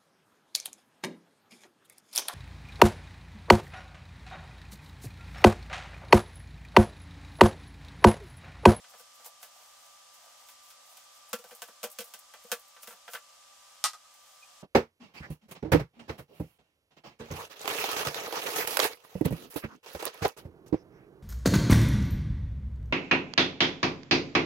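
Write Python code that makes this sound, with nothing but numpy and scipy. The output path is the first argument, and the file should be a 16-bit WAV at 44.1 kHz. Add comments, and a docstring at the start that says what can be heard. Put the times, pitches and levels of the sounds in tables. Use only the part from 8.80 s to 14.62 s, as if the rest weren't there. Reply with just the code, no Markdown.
"""A knife works the skin off a fish on a wooden board in a quiet kitchen, over faint hiss and appliance whine.
From the start wet scraping (noise of sparse grains) mixes with knocks (clicks and rattles into board modes).
Around 2.2 to 4.4 s come the strongest knocks, with thin treble snaps of skin among them.
At 5 s the knife is laid down with a clatter of ringing modes; a last soft stroke and a short squeak follow.
The near sounds get a small room and lose most below about 500 Hz; gain control and a treble cut end the chain."""
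import sys
import numpy as np
from scipy import signal
from scipy.fft import rfft, irfft, next_fast_len
from scipy.io import wavfile
from scipy.ndimage import uniform_filter1d

SR = 44100
rng = np.random.default_rng(int(sys.argv[2]) if len(sys.argv) > 2 else 0)


def put_to_file(sound):
    """Save the sound as 16-bit audio at rate SR, in the file named by the first command-line argument."""
    columns = np.atleast_2d(sound).T  # one column per channel
    safe = np.clip(columns, -1, 1)
    whole_steps = np.round(safe * 32767)
    wavfile.write(sys.argv[1], SR, whole_steps.astype(np.int16))


N = 256865   # samples
# Near sounds are levelled ahead of the bass shelf;
# hiss and whine skip the shelf and meet only the gain control and treble cut.


def from_db(db):
    """Decibels to gain."""
    return 10 ** (np.asarray(db) / 20)


def rms_one(x):
    """Scale to rms 1."""
    return x / np.sqrt(np.mean(x ** 2) + 1e-20)


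def at_hz(points, hz):
    """Read a frequency table on a log axis."""
    table = np.array(points)
    return np.interp(np.log(hz + 1), np.log(table[:, 0]), table[:, 1])


def colour(x, spectrum):
    """Minimum-phase filter with the shape of the spectrum, scaled to gain 1 for white noise."""
    size = 2048
    log_gain = np.log(from_db(at_hz(spectrum, np.fft.rfftfreq(size, 1 / SR))))
    cepstrum = irfft(log_gain)
    cepstrum[1:size // 2] *= 2   # folding the cepstrum makes the filter causal
    cepstrum[size // 2 + 1:] = 0
    taps = irfft(np.exp(rfft(cepstrum)))[None, :size // 2]
    taps = taps / np.sqrt(np.sum(taps ** 2))
    return signal.fftconvolve(x, taps, axes=1)[:, :x.shape[1]]


def drift(rate_hz):
    """Slow random wander of rms 1: low-passed noise, computed at every 40th sample."""
    step = 40
    r = np.exp(-2 * np.pi * step * rate_hz / SR)
    noise = rng.standard_normal(N // step + 2002)
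    slow = signal.lfilter([1], [1, -2 * r, r * r], noise)[2000:]   # skip the filter's start
    return np.interp(np.arange(N) / step, np.arange(len(slow)), rms_one(slow))


def grains(per_s, spread_db, size):
    """Random clicks of uneven strength and sign, rms 1; row 0 common to both ears, row 1 scattered."""
    shape = (2, size)
    strength = from_db(spread_db * np.minimum(rng.exponential(1, shape), 4))
    sign = rng.choice([-1, 1], shape)
    return rms_one(strength * sign * (rng.random(shape) < per_s / SR))


def contact(t60, per_s, rattle_db, hold_s):
    """One blow: a first click, then a rattle of smaller contacts that holds a moment and dies."""
    size = SR // 5
    late = np.maximum(np.arange(size) / SR - hold_s, 0)
    decay = from_db(-60 * late / max(t60, .005))
    force = from_db(rattle_db) * grains(per_s, 1.45, size) * decay
    force[0, 0] = force[1, 14] = 1   # the first click comes straight, its scatter just after
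    return force


def ring(force, modes, spread_db):
    """Damped resonators driven by the blow, each mode with a chance strength of its own."""
    out = 0
    for (hz, level_db, t60), chance in zip(modes, rng.standard_normal(len(modes))):
        r = from_db(-60 / (t60 * SR))
        w = 2 * np.pi * hz / SR
        rung = signal.lfilter([0, np.sin(w)], [1, -2 * r * np.cos(w), r * r], force + 1e-18)
        out = out + from_db(level_db + spread_db * chance) * rung
    return out


def add(track, s, sound, peak_db):
    """Mix a sound in at a time; its loudest 4 ms match a sine of the given peak level."""
    at = round(s * SR)
    top = np.sqrt(2 * uniform_filter1d(sound[0] ** 2, size=176).max())
    track[:, at:at + sound.shape[1]] += (from_db(peak_db) / top * sound)[:, :N - at]


# Room and microphone noise: (frequency [Hz], relative density [dB per Hz])
HISS_SPECTRUM = [(15, -67), (25, -29), (53, -22.5), (220, -25.5), (399, -24.5), (470, -63), (510, -31),
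                 (553, -10), (766, -5.5), (952, -12), (1150, -9), (1360, -13), (2400, -13), (3200, -9),
                 (4000, -11), (5270, -9), (7600, -11), (14400, -27.5), (16500, -53)]
# Left-right likeness of the hiss: (frequency [Hz], correlation [-1 to 1])
HISS_LIKENESS = [(60, 0.75), (120, 0.032), (240, 0.62), (480, -0.92), (950, 0.0016), (1890, 0.41),
                 (3770, 0.078), (7520, 0.37), (15000, 0.99)]
HISS_DB = -57   # rms


def hiss():
    """Smooth noise built from a mid and a side part, so the ears are alike only in part."""
    hz = np.fft.rfftfreq(N, 1 / SR)
    alike = np.clip(at_hz(HISS_LIKENESS, hz), -1, 1)
    mid, side = rfft(rng.standard_normal((2, N)))
    pair = np.sqrt(1 + alike) * mid + np.sqrt(1 - alike) * side * [[1], [-1]]
    return from_db(HISS_DB) * rms_one(irfft(pair * from_db(at_hz(HISS_SPECTRUM, hz)), N))


# Appliance tones: (frequency [Hz], level [dB rms, before wavering], left-right likeness [0 to 1])
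WHINE_TONES = [(61, -99, 0.5), (265, -93, 0.79), (290, -105, 0.68), (514, -82, 0.99), (570, -77.5, 0.13),
               (806, -84, 0.16), (997, -76, 0.38), (1180, -67, 1), (1198, -77, 0.8), (1273, -73.5, 0.93),
               (1547, -80.5, 1)]


def wavering_tone(hz):
    """A sine from a chance phase whose level and phase drift a little."""
    t = np.arange(N) / SR
    level = from_db(1.5 * drift(9))
    return level * np.sin(2 * np.pi * (hz * t + rng.random()) + .6 * drift(3))


def whine():
    """Continuous tones; the part that differs between the ears wavers on its own."""
    out = np.zeros((2, N))
    for hz, level_db, alike in WHINE_TONES:
        mid, side = wavering_tone(hz), wavering_tone(hz)
        alike = np.clip(alike, 0, 1)
        pair = np.sqrt(1 + alike) * mid + np.sqrt(1 - alike) * side * [[1], [-1]]
        out += from_db(level_db) * pair
    return out


KITCHEN_T60_S, WALL_CUT_HZ = 0.12, 28000   # decay at the lowest pitch; frequency where it has halved


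def kitchen(x):
    """Twelve feedback delays, duller on every round."""
    size = next_fast_len(N + SR)
    hz = np.fft.rfftfreq(size, 1 / SR)
    t60 = KITCHEN_T60_S / (1 + hz / WALL_CUT_HZ)
    walls = 0
    for k, lag_s in enumerate(rng.uniform(0.0059, 0.022, size=12)):
        echo = from_db(-60 * lag_s / t60) * np.exp(-2j * np.pi * hz * lag_s)
        walls = walls + (-1) ** k * echo / (1 - echo)   # the sum of all rounds
    return irfft(walls * rfft(x, size), size)[:, :N]


SQUEAK_S, SQUEAK_HZ, SQUEAK_DB = 5.632, 2470, -49   # time, pitch and rms level at its loudest
SQUEAK_SAG_HZ_PER_S, SQUEAK_RISE_DB_S, SQUEAK_FALL_DB_S = 2500, 1900, 900


def squeak():
    """A near-pure tone that swells and fades, sagging in pitch."""
    late = np.arange(N) / SR - SQUEAK_S
    level_db = SQUEAK_DB + np.minimum(SQUEAK_RISE_DB_S * late, -SQUEAK_FALL_DB_S * late)
    cycles = SQUEAK_HZ * late - SQUEAK_SAG_HZ_PER_S * late ** 2 / 2
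    phase = [[0], [np.pi / 2]]   # common part, scattered part
    return from_db(level_db) * np.sqrt(2) * np.sin(2 * np.pi * cycles + phase)


# The knife meets the table and bounces: (time [s], ring peak [dB], crack re ring [dB],
# decay of the crack's rattle [s to -60 dB], tilt of the ring [dB per octave])
LAY_DOWN = [(5.0409, -19.5, 3.5, 0.14, 3), (5.1335, -39.5, -0.5, 0.063, -6), (5.246, -53, -11, 0.11, -2)]
# Ringing modes of the knife: (frequency [Hz], relative level [dB], decay [s to -60 dB])
KNIFE_MODES = [(243, 2.5, 0.041), (746, -13, 0.08), (827, -4, 0.087), (1137, -5, .09), (1232, -4, 0.15),
               (1250, 6.5, 0.092), (1550, -0.5, 0.053), (1944, -4, 0.072), (2830, -23, 0.14),
               (3370, -25, 0.11), (3550, -10.5, 0.11), (4070, -4.5, 0.16), (4150, -19, 0.11),
               (4740, -18, 0.081), (5680, -4, 0.036), (5300, -6, 0.044), (5960, -19, 0.072),
               (6210, -11, 0.11), (7440, -6, 0.036), (8500, -8, 0.023), (8700, -3, 0.0057),
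               (8920, 2.5, 0.01)]
# Colour of the table crack: (frequency [Hz], relative density [dB per Hz])
TABLE_CRACK = [(88, -82), (150, -44), (696, -43), (783, -14), (1250, -8), (1750, -16.5), (4000, -12),
               (5070, -9), (9700, -16.5), (15000, -29), (16500, -59)]


def knife_laid_down():
    """Handle and blade clatter on the table top; the bounces are softer and duller."""
    out = np.zeros((2, N))
    for s, ring_db, crack_db, t60, tilt_db in LAY_DOWN:
        force = contact(0.53 * t60, 9000, rattle_db=-26.5, hold_s=0.0182)
        tilt = [(1500, 0), (12000, 3 * tilt_db)]   # three octaves
        add(out, s, colour(ring(force, KNIFE_MODES, spread_db=1), tilt), ring_db)
        rattle = contact(t60, 12000, rattle_db=-25, hold_s=0.017)
        add(out, s, colour(rattle, TABLE_CRACK), ring_db + crack_db)
    return out


# Wet skin snapping free: (time [s], peak [dB])
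SNAPS = [(2.239, -57), (2.491, -50.5), (2.6798, -58.5), (2.7018, -62), (2.7504, -42.5), (2.8769, -49.5),
         (3.1015, -44), (3.1163, -41.5), (3.126, -48), (3.2427, -43.5), (3.2555, -53), (3.2774, -51),
         (3.3902, -44.5), (3.6366, -53), (3.7944, -49), (3.8806, -53), (5.341, -52.5)]
SNAP_T60_S, SNAP_EDGE_HZ = 0.084, 9000   # decay of the fizz; full level above this


def snaps():
    """Thin ticks with a short fizz of small contacts, treble only."""
    out = np.zeros((2, N))
    treble = [(SNAP_EDGE_HZ / 3, -25), (SNAP_EDGE_HZ, 0), (15600, 0), (16200, -30)]
    for s, peak_db in SNAPS:
        fizz = contact(SNAP_T60_S, 1800, rattle_db=-21, hold_s=.004)
        add(out, s, colour(fizz, treble), peak_db)
    return out


# Blade and board knocks: (time [s], crunch peak [dB], deep thud re crunch [dB], upper thud re crunch [dB],
# crack re crunch [dB], tilt of crunch and ring [roughly dB per octave])
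KNOCKS = [(0.042, -53, -11, -20, -18, 6), (0.137, -49, -7, -12, -14, -1), (0.197, -57, 2, 4, 5, 0),
          (0.397, -58.5, -5, -3, -1, -2.1), (0.447, -61.5, -8, -16, 15, 1), (0.455, -56.5, 2, -2, 2, 9),
          (0.63, -46, -12, -25, 4, 0), (0.838, -61.5, -13, -9, 1, 5), (1.687, -55.5, -19, -23, 9, 1.5),
          (1.904, -58.5, -9, -24, 11.5, 5), (2.171, -60, -13, -25, 14.5, 7),
          (2.531, -31.5, 11.5, 5, 5.5, 1.8), (2.588, -56.5, 15, 13, 11, 2),
          (2.641, -42.5, -1, -2, -3.5, -7.5), (2.71, -47, 1, -1, -3, 4), (2.722, -56.5, 14, 11.5, 6, .1),
          (2.8199, -37, -11, -6, 4.5, -1), (2.885, -44, -6, -9, -6, -5), (3.031, -38.5, 11.5, 7, 7.5, -3.7),
          (3.04, -28.5, -5, -4, -1.7, -3.5), (3.187, -39, 11.5, 5.5, 9, 4.5), (3.206, -42.5, 6, 3, 9.5, 2),
          (3.338, -43.5, -9, -28, 6.5, -0.7), (3.538, -44.5, -11, -17, -3, 1.3),
          (3.643, -52.5, 14, 6.5, -15, -6), (3.702, -54, -8, 1, -16, 1), (3.717, -28, 2, 2.5, 6.5, 2.6),
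          (3.965, -48.5, -12, -13, -14, 3.5), (4.032, -51, -5, -16, 9.5, 1), (4.074, -42, 4.5, -1, 3, -1.5),
          (4.108, -44.5, -5, -6, -10, 1.5), (4.127, -48, -7, -14, -3, -5), (4.2798, -39, -12, -7, -12, 3.7),
          (4.335, -38.5, -3, -4, 3.5, 1), (4.35, -34, -24, -28, -7, 4)]
# The board rocking on the table, deep then upper: (frequency [Hz], decay of each pass [s to -60 dB])
THUD_MODES = [(222, 0.04), (492, 0.036)]
# Ringing modes of the board: (frequency [Hz], relative level [dB], decay [s to -60 dB])
BOARD_MODES = [(610.4, -8.5, 0.18), (699, 1.5, 0.068), (794, -20, 0.011), (995, -5, 0.042),
               (1153, -8.5, 0.2), (1365, -2.5, 0.12), (1536, 1.5, 0.091), (1714, -2.5, 0.073),
               (2018, -7, 0.095), (2420, -21, 0.043), (2894, 11, 0.0038), (3290, -2, 0.052),
               (3220, -7, .04), (4180, -22, .04)]
# Colour of the bright crack: (frequency [Hz], relative density [dB per Hz])
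KNOCK_CRACK = [(1470, -35.5), (2500, -4), (3130, -3), (3850, -8.5), (5550, -6), (7940, -8), (13800, -8.5),
               (15900, -8.5), (16800, -34)]
RING_DB = -1.5   # ring of the board re crunch
# how fast the rattle behind each part of a knock dies
THUD_T60_S, RING_T60_S, CRUNCH_T60_S, CRACK_T60_S = 0.017, 0.042, 0.11, 0.11


def knocks():
    """Each blow gives a soft thud of the rocking board, a damped crunch, some ring and a bright crack."""
    out = np.zeros((2, N))
    for s, crunch_db, deep_db, upper_db, crack_db, tilt_db in KNOCKS:
        tilt = [(200, 3.0 - 2 * tilt_db), (600, -tilt_db), (1500, 0.0049),
                (3300, tilt_db - 8.5), (8000, 2 * tilt_db - 35)]

        blow = contact(THUD_T60_S, 8000, rattle_db=-30, hold_s=.004)
        push = signal.lfilter([1], [1, -1.8, .81], blow)   # a soft contact favours the lows
        for (hz, ring_s), thud_db in zip(THUD_MODES, (deep_db, upper_db)):
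            mode = [(hz, 0, ring_s)]   # rung through twice: the thud swells before it dies
            thud = ring(ring(push, mode, spread_db=0), mode, spread_db=0)
            add(out, s, thud, crunch_db + thud_db)

        force = contact(RING_T60_S, 8000, rattle_db=-21, hold_s=0.0049)
        board = ring(force, BOARD_MODES, spread_db=0.5)
        add(out, s, colour(board, tilt), crunch_db + RING_DB)

        crunch = contact(CRUNCH_T60_S, 8000, rattle_db=-19, hold_s=0.005)   # flesh damps the board
        add(out, s, colour(crunch, tilt), crunch_db)

        crack = contact(CRACK_T60_S, 5000, rattle_db=-21, hold_s=0.004)
        add(out, s, colour(crack, KNOCK_CRACK), crunch_db + crack_db)
    return out


# Strokes of blade and fingers on wet flesh: (time of the peak [s], length [s],
# fine crackle at the peak [dB rms], dull rub at the peak [dB rms]), before the flutter
STROKES = [(0.104, 0.084, -59.5, -73), (0.139, 0.08, -71, -54.5), (0.198, 0.11, -56, -60),
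           (0.357, .1, -62, -82.5), (.41, .07, -74, -61.5), (0.464, 0.074, -48, -51),
           (0.633, 0.065, -49, -58), (0.765, 0.076, -70, -58.5), (0.82, 0.9, -66, -65),
           (1.064, 0.3, -64, -70), (1.347, .07, -60, -79), (1.437, 0.38, -66, -63.5),
           (1.604, 0.17, -64, -61), (1.698, .1, -55.5, -65), (1.85, .08, -60, -82), (1.896, .1, -60, -78),
           (2.11, 0.26, -61, -63), (2.186, 0.13, -62, -65), (2.355, 0.16, -63, -81), (2.48, 0.23, -71, -64),
           (2.71, 0.55, -59, -59.5), (3.244, 0.39, -58, -60), (3.73, 0.68, -61.5, -67),
           (4.035, 0.049, -48, -63), (4.099, 0.11, -48.5, -88.5), (4.335, 0.093, -45, -70),
           (4.502, .4, -77, -67), (4.926, 0.53, -70, -78), (5.51, 0.88, -67, -70)]
RISE_SHARE, STROKE_ENDS_DB = 0.44, -17.5   # part of a stroke before its peak; level at its ends re peak
REST_CRACKLE_DB, REST_RUB_DB = -81, -74.5   # the hands are never quite still


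def stroke_gains():
    """Each stroke swells and fades straight in dB; powers add over a low rest level."""
    t = np.arange(N) / SR
    power = from_db([[REST_CRACKLE_DB], [REST_RUB_DB]]) ** 2
    for s, length_s, crackle_db, rub_db in STROKES:
        # 0 at the peak, 1 at either end
        away = np.maximum((s - t) / RISE_SHARE, (t - s) / (1 - RISE_SHARE)) / length_s
        swell = from_db(STROKE_ENDS_DB * np.minimum(away, 9))
        power = power + (from_db([[crackle_db], [rub_db]]) * swell) ** 2
    return np.sqrt(power)


def scraping():
    """Wet skin parts with a fine crackle of separate ticks; hands rub dully on flesh and wood."""
    crackle_gain, rub_gain = stroke_gains()
    bright = [(2000, -13), (8000, 1.5), (12500, 2.5), (15600, 3.5), (16200, -29)]
    dull = [(300, -18.5), (700, 7.5), (1500, -8.0), (4000, -17.0), (9000, -17)]
    crackle = colour(grains(3500, 3.5, N), bright)
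    rub = colour(grains(1500, 3.1, N), dull)
    crackle_flutter, rub_flutter = from_db(1.5 * drift(30)), from_db(1.5 * drift(15))
    return crackle_gain * crackle_flutter * crackle + rub_gain * rub_flutter * rub


STEP_HZ, STEP_DB = 475, -18   # the bass shelf of the microphones


def bass_shelf(x):
    """Sound under the step passes only weakly, the deep bass hardly at all."""
    x = signal.sosfilt(signal.butter(6, 175, "high", fs=SR, output="sos"), x)
    above = signal.sosfilt(signal.ellip(4, .5, 30, STEP_HZ, "high", fs=SR, output="sos"), x)
    return from_db(STEP_DB) * x + (1 - from_db(STEP_DB)) * above


# Scattered part of near sounds, which differs between the ears: (frequency [Hz], gain [dB])
SCATTER_GAIN = [(60, -4), (120, -2), (240, -18), (480, -23), (950, -35), (1890, -12), (3770, -4.5),
                (7520, -3), (15000, -10.5)]


def at_microphones(common, scattered):
    """The scattered part, weakest near 1 kHz, reaches the two ports with opposite sign."""
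    hz = np.fft.rfftfreq(N, 1 / SR)
    side = irfft(rfft(scattered) * from_db(at_hz(SCATTER_GAIN, hz)), N)
    return common + side * [[1], [-1]]


def scene():
    """Near sounds with their room through the bass shelf, over hiss and whine."""
    near = knocks() + snaps() + knife_laid_down() + scraping() + squeak()
    with_room = near + from_db(-18.5) * kitchen(near)
    return at_microphones(*bass_shelf(with_room)) + hiss() + whine()


# gain control: threshold, dB taken per dB above it, release
DUCK_FROM_DB, DUCK_SHARE, RECOVER_DB_S = -54, 0.08, 3
CUTOFF_HZ = 16900


def record(dry):
    """Gain control ducks for loud sound and recovers at a steady rate; the top is cut."""
    power = uniform_filter1d(np.mean(dry ** 2, axis=0), size=441)   # over 10 ms
    level_db = 10 * np.log10(power + 1e-12)
    wanted_db = DUCK_SHARE * np.maximum(level_db - DUCK_FROM_DB, 0)
    ramp = RECOVER_DB_S * np.arange(N) / SR
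    duck_db = np.maximum.accumulate(wanted_db + ramp) - ramp   # rises at once, falls along the ramp
    gain = from_db(-signal.lfilter([.002], [1, -.998], duck_db))   # smoothed over about 11 ms
    return signal.sosfilt(signal.cheby2(12, 70, CUTOFF_HZ, fs=SR, output="sos"), gain * dry)


dry = scene()
out = record(dry)
put_to_file(out)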